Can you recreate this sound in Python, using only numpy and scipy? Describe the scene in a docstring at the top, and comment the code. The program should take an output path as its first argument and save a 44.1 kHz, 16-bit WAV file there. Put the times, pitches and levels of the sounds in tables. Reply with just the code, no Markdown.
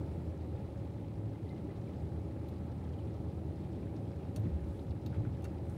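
"""Inside a standing car in light rain, one microphone in the cabin: a long freight train rolls past
at a distance. Its rolling noise is random spectra muffled by the cabin; the idling engine is tones
on one wavering speed, with hums and whines. Drops on roof and glass are short puffs of noise. Near
the end the wipers switch on with a click, sweep and thud back: rattles, rubs and body rings."""
import sys
import numpy as np
from scipy import signal
from scipy.io import wavfile
from scipy.ndimage import uniform_filter1d

SR = 44100
rng = np.random.default_rng(int(sys.argv[2]) if len(sys.argv) > 2 else 0)


def materialize(psi):
    """Save the field psi as 16-bit PCM at rate SR to the path in sys.argv[1].

    A 1-D psi becomes a single channel; in a 2-D psi each row is a channel.
    """
    bounded = np.clip(np.atleast_2d(psi).T, -1, 1)
    quanta = np.round(bounded * 32767).astype(np.int16)
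    wavfile.write(sys.argv[1], SR, quanta)


def voltage_ratio(level):
    """Linear amplitude factor for a level in decibels (scalar or array-like)."""
    return 10 ** (np.asarray(level, float) / 20)


N = 254456  # samples


def evened(x):
    """Scales to rms 1."""
    return x / np.sqrt(np.mean(x ** 2) + 1e-20)


def add(mix, start_s, sound):
    """Mixes a sound in at start_s seconds."""
    part = mix[round(start_s * SR):][:len(sound)]
    part += sound[:len(part)]


def resonate(x, hz, width_hz):
    """Shifts hz down to zero, smooths, and shifts back: a one-pole resonance."""
    turn = np.exp(2j * np.pi * np.cumsum(hz * np.ones(len(x))) / SR)
    pole = np.exp(-np.pi * width_hz / SR)
    smooth = signal.lfilter([1 - pole], [1, -pole], x / turn)
    return 2 * (turn * smooth).real


def narrow_noise(length, hz, width_hz):
    """White noise through the same resonance twice, so that the skirts fall faster."""
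    return resonate(resonate(rng.standard_normal(length), hz, width_hz), hz, width_hz)


def drift(rate_hz):
    """Slow random wander of rms 1: noise smoothed below rate_hz, after a second to settle."""
    pole = np.exp(-2 * np.pi * rate_hz / SR)
    return evened(signal.lfilter([1], [1, -pole], rng.standard_normal(N + SR))[SR:])


def swell(rows, rough):
    """Sines that swell and fade, each with noise of rms rough around the same pitch."""
    out = np.zeros(N)
    for middle, db, hz, length in rows:
        t = np.arange(round(length * SR)) / SR
        noise = evened(narrow_noise(SR // 2, hz, 7.1 / length))[-len(t):]
        ring = np.sin(2 * np.pi * hz * t) + rough * noise
        add(out, middle - length / 2, voltage_ratio(db) * np.hanning(len(t)) * ring)
    return out


# distant rolling noise through the closed cabin: (frequency [Hz], relative density [dB per Hz])
ROLLING_COLOUR = [(18, -63), (30, -27), (62, -5.5), (103, -3), (238, -8.5), (317, -6.5), (469, -16.5),
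                  (549, -16), (677, -24), (835, -27), (1060, -34), (1570, -42.5), (4020, -47),
                  (5360, -52.5), (15700, -61.5)]
# cabin and body panel resonances on it: (frequency [Hz], width [Hz], lift [dB])
CABIN_RESONANCES = [(75.4, 5.6, 10), (112, 26.4, 3.5), (195, 16, 0.5), (400, 18, 3.5), (504, 20, 0.5),
                    (826, 134, 6.5), (1284, 146, 4.5), (2150, 890, 4), (4050, 120, 3.5), (6240, 730, -1),
                    (9370, 2600, 4)]
# wagons come and go past the car: (time [s], relative level [dB])
WAGON_SWELL = [(0, 2.5), (.35, 0.3), (.7, 0.6), (1.1, -1), (1.7, 0.95), (2.3, 0.55), (3, 0.7), (3.35, 0.6),
               (3.8, 1.1), (4.6, 0.7), (5, -.3), (5.3, 0.5), (5.77, 1.5)]
# how far each band follows the wagons: (rumble, wheel and rail noise, hiss) [share of the dB]
SWELL_SHARES = [0.77, 0.84, 0.57]
ROLLING_DB = -43  # rms


def train():
    """Random short-time spectra coloured by the cabin, uneven at random in time and from band to band."""
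    frames, hz = N // 512 + 5, np.fft.rfftfreq(2048, 1 / SR)
    real, imaginary, patches = rng.standard_normal((frames, 1025, 3)).T
    patches = uniform_filter1d(patches, size=40, axis=0)  # across frequency
    patches = evened(uniform_filter1d(patches, size=4, axis=1))  # across time

    colour_hz, density_db = np.transpose(ROLLING_COLOUR)
    colour_db = np.interp(np.log(hz + 1), np.log(colour_hz + 1), density_db)
    for centre, width, lift_db in CABIN_RESONANCES:
        colour_db += lift_db / (1 + (2 * (hz - centre) / width) ** 2)

    wagons_db = np.interp(np.arange(frames) * 512 / SR, *np.transpose(WAGON_SWELL))
    rumble_db, wheels_db, hiss_db = np.outer(SWELL_SHARES, wagons_db)
    low = 1 / (1 + (hz[:, None] / 500) ** 2)
    high = 1 / (1 + (6000 / (hz[:, None] + 1)) ** 2)
    middle = 1 - low - high
    swell_db = low * rumble_db + middle * wheels_db + high * hiss_db
    depth_db = 0.5 * low + 0.82 * middle + 0.73 * high  # bass and hiss are smoother than the clatter

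    level_db = colour_db[:, None] + swell_db + depth_db * patches
    spectra = (real + 1j * imaginary) * voltage_ratio(level_db)
    noise = signal.istft(spectra, nperseg=2048, noverlap=1536)[1][:N]
    return voltage_ratio(ROLLING_DB) * evened(noise)


# a droning body panel, one row: (frequency [Hz], width [Hz], rms level [dB])
PANEL = (315, 7.8, -57)


def drone():
    """Steady noise in one narrow panel resonance."""
    hz, width_hz, db = PANEL
    return voltage_ratio(db) * evened(narrow_noise(N, hz, width_hz))


# wheels ringing on the distant rail: (middle [s], peak level of the sine [dB], pitch [Hz], length [s])
RAIL_RINGS = [(1.356, -71, 2060, .03), (1.469, -70, 2016, .03), (1.525, -65.5, 2063, 0.073),
              (1.575, -68, 2070, 0.026), (1.707, -67, 2020, 0.026), (1.876, -69, 2280, .03),
              (1.898, -70, 2030, 0.027), (2.99, -68, 3050, .014)]


def squeaks():
    """Short narrow rings of wheels on the rail, blurred by distance: somewhat more noise than sine."""
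    return swell(RAIL_RINGS, 0.89)


def tone(hz, waver):
    """A sine of rms 1 whose pitch strays by a small share."""
    cycles = np.cumsum(hz * (1 + waver * drift(1.0))) / SR
    return np.sqrt(2) * np.sin(2 * np.pi * (cycles + rng.random()))


CYCLE_HZ = 7.4  # engine cycle at idle
# engine tones heard in the cabin: (multiple of the cycle), and for each (rms level [dB])
ENGINE_ORDERS = [10, 12, 15, 16, 18, 20, 22, 26]
ENGINE_ORDERS_DB = [-66, -53.5, -61.5, -52, -59, -60, -54.5, -55.5]
# lower and upper hum: (pitch [Hz]), and for each (rms level before the fades [dB])
HUM_PITCHES = [81.1, 104.6]
HUM_LEVELS = [-45.5, -49]
# the hums fade or rise for a moment: (middle [s], length [s], lower hum [dB], upper hum [dB])
HUM_FADES = [(.2, .8, 2, -11), (1.2, 0.58, -29, 5), (1.68, .45, -20, -6), (2.606, 0.43, 1, -1),
             (3.783, 0.27, -7.5, -19), (4.057, 0.62, -5, 3), (4.35, 0.45, -2.5, -16), (4.8, 0.51, -6, -1),
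             (5.71, 0.56, 2, 0)]
# thin tones of fan and electrics: (pitch [Hz]), and for each (rms level [dB])
WHINE_PITCHES = [550.1, 556.8, 13824, 14460, 15633]
WHINE_LEVELS = [-72.5, -63, -105, -100, -102]


def engine():
    """Multiples of the engine cycle share one wavering speed; hums and whines run on their own."""
    turns = np.cumsum(CYCLE_HZ * (1 + 0.0017 * drift(0.53))) / SR
    out = np.zeros(N)
    for order, db in zip(ENGINE_ORDERS, ENGINE_ORDERS_DB):
        out += voltage_ratio(db) * np.sqrt(2) * np.sin(2 * np.pi * (order * turns + rng.random()))

    t = np.arange(N) / SR
    fades_db = np.zeros((2, N))
    for middle, length, *hums_db in HUM_FADES:
        triangle = np.maximum(1 - abs(t - middle) / (length / 2), 0)
        fades_db += np.outer(hums_db, triangle)
    for hz, db, fade_db in zip(HUM_PITCHES, HUM_LEVELS, fades_db):
        out += voltage_ratio(db + fade_db) * tone(hz, 0.00927)

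    for hz, db in zip(WHINE_PITCHES, WHINE_LEVELS):
        out += voltage_ratio(db) * tone(hz, 0.00043)
    return out


# jolts of the wiper drive: (middle [s], level [dB], pitch [Hz], reach [octaves])
JOLTS = [(4.379, -32.5, 590, 0.18), (4.395, -30, 101, 0.22), (4.442, -30, 113.1, 0.28),
         (4.452, -35, 220, .6), (4.474, -32.5, 130, 0.7), (4.51, -35.5, 100, 0.18),
         (4.556, -29, 66.6, 0.24), (4.622, -35, 72, 0.12), (4.688, -38, 74, 0.09),
         (4.921, -30, 82.6, 0.088), (5.06, -31.5, 110, 0.14), (5.119, -33, 108, 0.15),
         (5.18, -40.5, 420, .2), (5.2, -30, 102, 0.49), (5.24, -39.5, 200, 0.58), (5.276, -37, 111, 0.9),
         (5.28, -39.5, 288.6, 0.43), (5.335, -32.5, 108, .2), (5.429, -35.5, 82, 0.086),
         (5.549, -38, 95, 0.29), (5.68, -38.5, 113, .1), (5.739, -35.5, 79, 0.12)]
# what the car body rings with: (frequency [Hz], relative level [dB], length of the swell [s])
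BODY_MODES = [(53.3, 0, .22), (72.7, 2, 0.0994), (82, -3.2, 0.1205), (95.9, -2.1, 0.0712),
              (112.4, -2, 0.0604), (167.5, 0, .07), (231, -2, 0.042), (298.4, -5, 0.13), (420, -4, 0.027),
              (602, -10.5, .035)]
# blades rubbing on the glass: (start [s], length [s], level before the judder [dB])
RUBS = [(4.402, 0.222, -74), (5.109, .07, -67), (5.237, .05, -67)]
JUDDER_HZ, JUDDER_DB = 13, 4.0  # corner of the random level wander, and its rms


def wipers():
    """Jolts swell and die in the body modes near their pitch; the blades rub and judder on glass."""
    rings = []
    for middle, db, pitch_hz, reach in JOLTS:
        for hz, mode_db, length in BODY_MODES:
            octaves = np.log2(hz / pitch_hz)
            if abs(octaves) < 2 * reach:
                rings.append((middle, db + mode_db - 10.4 * (octaves / reach) ** 2, hz, length))
    out = swell(rings, 0.28)

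    for start, length, db in RUBS:
        t = np.arange(0, length, 1 / SR)
        rub = evened(narrow_noise(len(t), 1600, 1800))
        judder_db = JUDDER_DB * drift(JUDDER_HZ)[:len(t)]
        ramps = np.clip(np.minimum(t, length - t) / 0.017, 0, 1)
        add(out, start, voltage_ratio(db + judder_db) * rub * ramps)
    return out


# switch and linkage inside the cabin: (start [s], relative level [dB], tilt around 3.5 kHz
# [dB per octave], lift near 8 kHz [dB])
SWITCH_CLICKS = [(2.485, -59, 10.5, -20), (4.361, -41.5, 2, -1), (4.396, -62.5, 11.5, -24),
                 (5.0622, -41, 2, -36), (5.422, -59, 6, -6), (5.442, -47.5, -5.5, 10),
                 (5.451, -52, -21, .1), (5.697, -81, 3, 32)]
# parts of a click near 1.8, 3.5, 8 and 13.5 kHz: (relative level [dB])
PARTS_DB = [-17, -11.5, -23.5, -23.5]
# modes of the plastic: (frequency [Hz], relative level [dB], length setting [s], longer is narrower)
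PLASTIC_MODES = [(1450, 0.5, 0.066), (2150, -14, .06), (2730, 5, 0.2), (3700, -3, 0.089),
                 (4390, 3.5, 0.085), (5700, 7.5, 0.037), (6300, 9.5, 0.055), (8400, -22, .06),
                 (8670, 10, 0.041), (9600, 6, .07), (12700, -6, .06), (13500, -17, 0.042),
                 (14900, -13, .06)]
# contact snap and rebound: (delay after the start of a click [samples])
SNAP_DELAYS = [12, 60]
RATTLE_T60 = 0.058  # s


def clicks():
    """A sharp crack and a dense rattle through the modes of the plastic, dying away in the cabin."""
    out, t = np.zeros(N), np.arange(5000) / SR
    decay = voltage_ratio(-60 * (t / RATTLE_T60) ** 1.11)
    crack = 0.98 * np.exp(-t / 0.001)
    onset = 1 - np.exp(-t / 0.00039)
    for start, db, tilt_db, lift_db in SWITCH_CLICKS:
        octaves = np.log2(np.array([1800, 3500, 8000, 13500]) / 3500)
        parts_db = PARTS_DB + tilt_db * octaves + lift_db * (np.arange(4) == 2)
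        rattle = rng.standard_normal(len(t)) * (decay + crack) * onset
        rattle[np.array(SNAP_DELAYS)] += 4.0, -3.0  # the contact snaps and rebounds once

        rings = np.zeros(len(t))
        for hz, mode_db, length in PLASTIC_MODES:
            ring_db = mode_db + np.interp(hz, [1800, 3400, 7900, 13500], parts_db)
            rings += voltage_ratio(ring_db) * resonate(rattle, hz, 16.3 / length) * np.sqrt(length)
        wide = np.zeros(len(t))
        for part_db, hz, width in zip(parts_db, [1800, 3560, 7850, 13500], [1200, 2460, 4930, 3500]):
            wide += voltage_ratio(part_db) * resonate(resonate(rattle, hz, width), hz, width)
        add(out, start, voltage_ratio(db) * (8.5 * rings + 0.85 * wide))
    return out


def splash(hz, t60, spread):
    """A drop: a puff of noise around one pitch (width = spread * hz) that dies at once."""
    t = np.arange(3000) / SR
    puff = evened(narrow_noise(len(t), hz, spread * hz))
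    return puff * voltage_ratio(-60 * t / t60) * (1 - np.exp(-t / 0.0025))


# heaviest drops and splashes off the blades: (start [s], level before onset and decay [dB], pitch [Hz])
HEAVY_DROPS = [(1.49, -58, 3860), (2.311, -58, 2010), (2.486, -63.5, 4050), (2.935, -60, 3020),
               (3.145, -54, 1090), (3.827, -56, 2350), (3.963, -60, 4780), (4.16, -56, 1490),
               (4.466, -55, 1700), (4.767, -61, 2660), (4.791, -55.5, 3500), (4.906, -57, 3950),
               (5.126, -50.5, 1394), (5.164, -58, 1600), (5.248, -48, 1450), (5.252, -65, 2400),
               (5.263, -60, 1450), (5.271, -60, 2200)]


def rain():
    """Many small drops of uneven size on roof and glass, and the heaviest ones singly."""
    out = np.zeros(N)
    for hz in np.geomspace(900, 5500, num=24):
        size = voltage_ratio(2.2 * np.minimum(rng.exponential(1, N), 3))
        falls = size * (rng.random(N) < 9.0 / SR)  # about 9 drops a second at each pitch
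        out += (1000 / hz) ** 0.55 * signal.oaconvolve(falls, splash(hz, 0.037, 0.55))[:N]
    out = voltage_ratio(-72.0) * evened(out)
    for start, db, hz in HEAVY_DROPS:
        add(out, start, voltage_ratio(db) * splash(hz, 0.036, 0.35))
    return out


# brief swells of treble hiss: (middle [s], half width [s], rms level at the top [dB])
HISS_SWELLS = [(.17, .12, -83), (4.75, 0.12, -78), (5.74, 0.087, -77)]


def hisses():
    """Wide treble noise under a few soft bell-shaped swells."""
    t = np.arange(N) / SR
    noise = evened(narrow_noise(N, 9000, 7000))
    return noise * sum(voltage_ratio(db) * np.exp(-((t - middle) / width) ** 2) for middle, width, db in HISS_SWELLS)


def scene():
    """All sources reach one microphone in the cabin."""
    near_and_far = train() + drone() + squeaks() + engine() + wipers() + clicks() + rain() + hisses()
    return near_and_far[None]


def roll_off(x):
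    """The treble ends steeply here."""
    return signal.sosfilt(signal.butter(12, 16310, fs=SR, output="sos"), x)


def record(dry):
    """The microphone cuts the deepest bass, and the band ends in the high treble."""
    bass_cut = signal.butter(4, 50.0, "high", fs=SR, output="sos")
    heard = signal.sosfilt(bass_cut, dry)
    treble_edge = signal.firwin(511, 15750, window=("kaiser", 9), fs=SR)
    mix = signal.oaconvolve(heard, treble_edge[None], "same")
    return roll_off(mix)


dry = scene()
out = record(dry)
materialize(out)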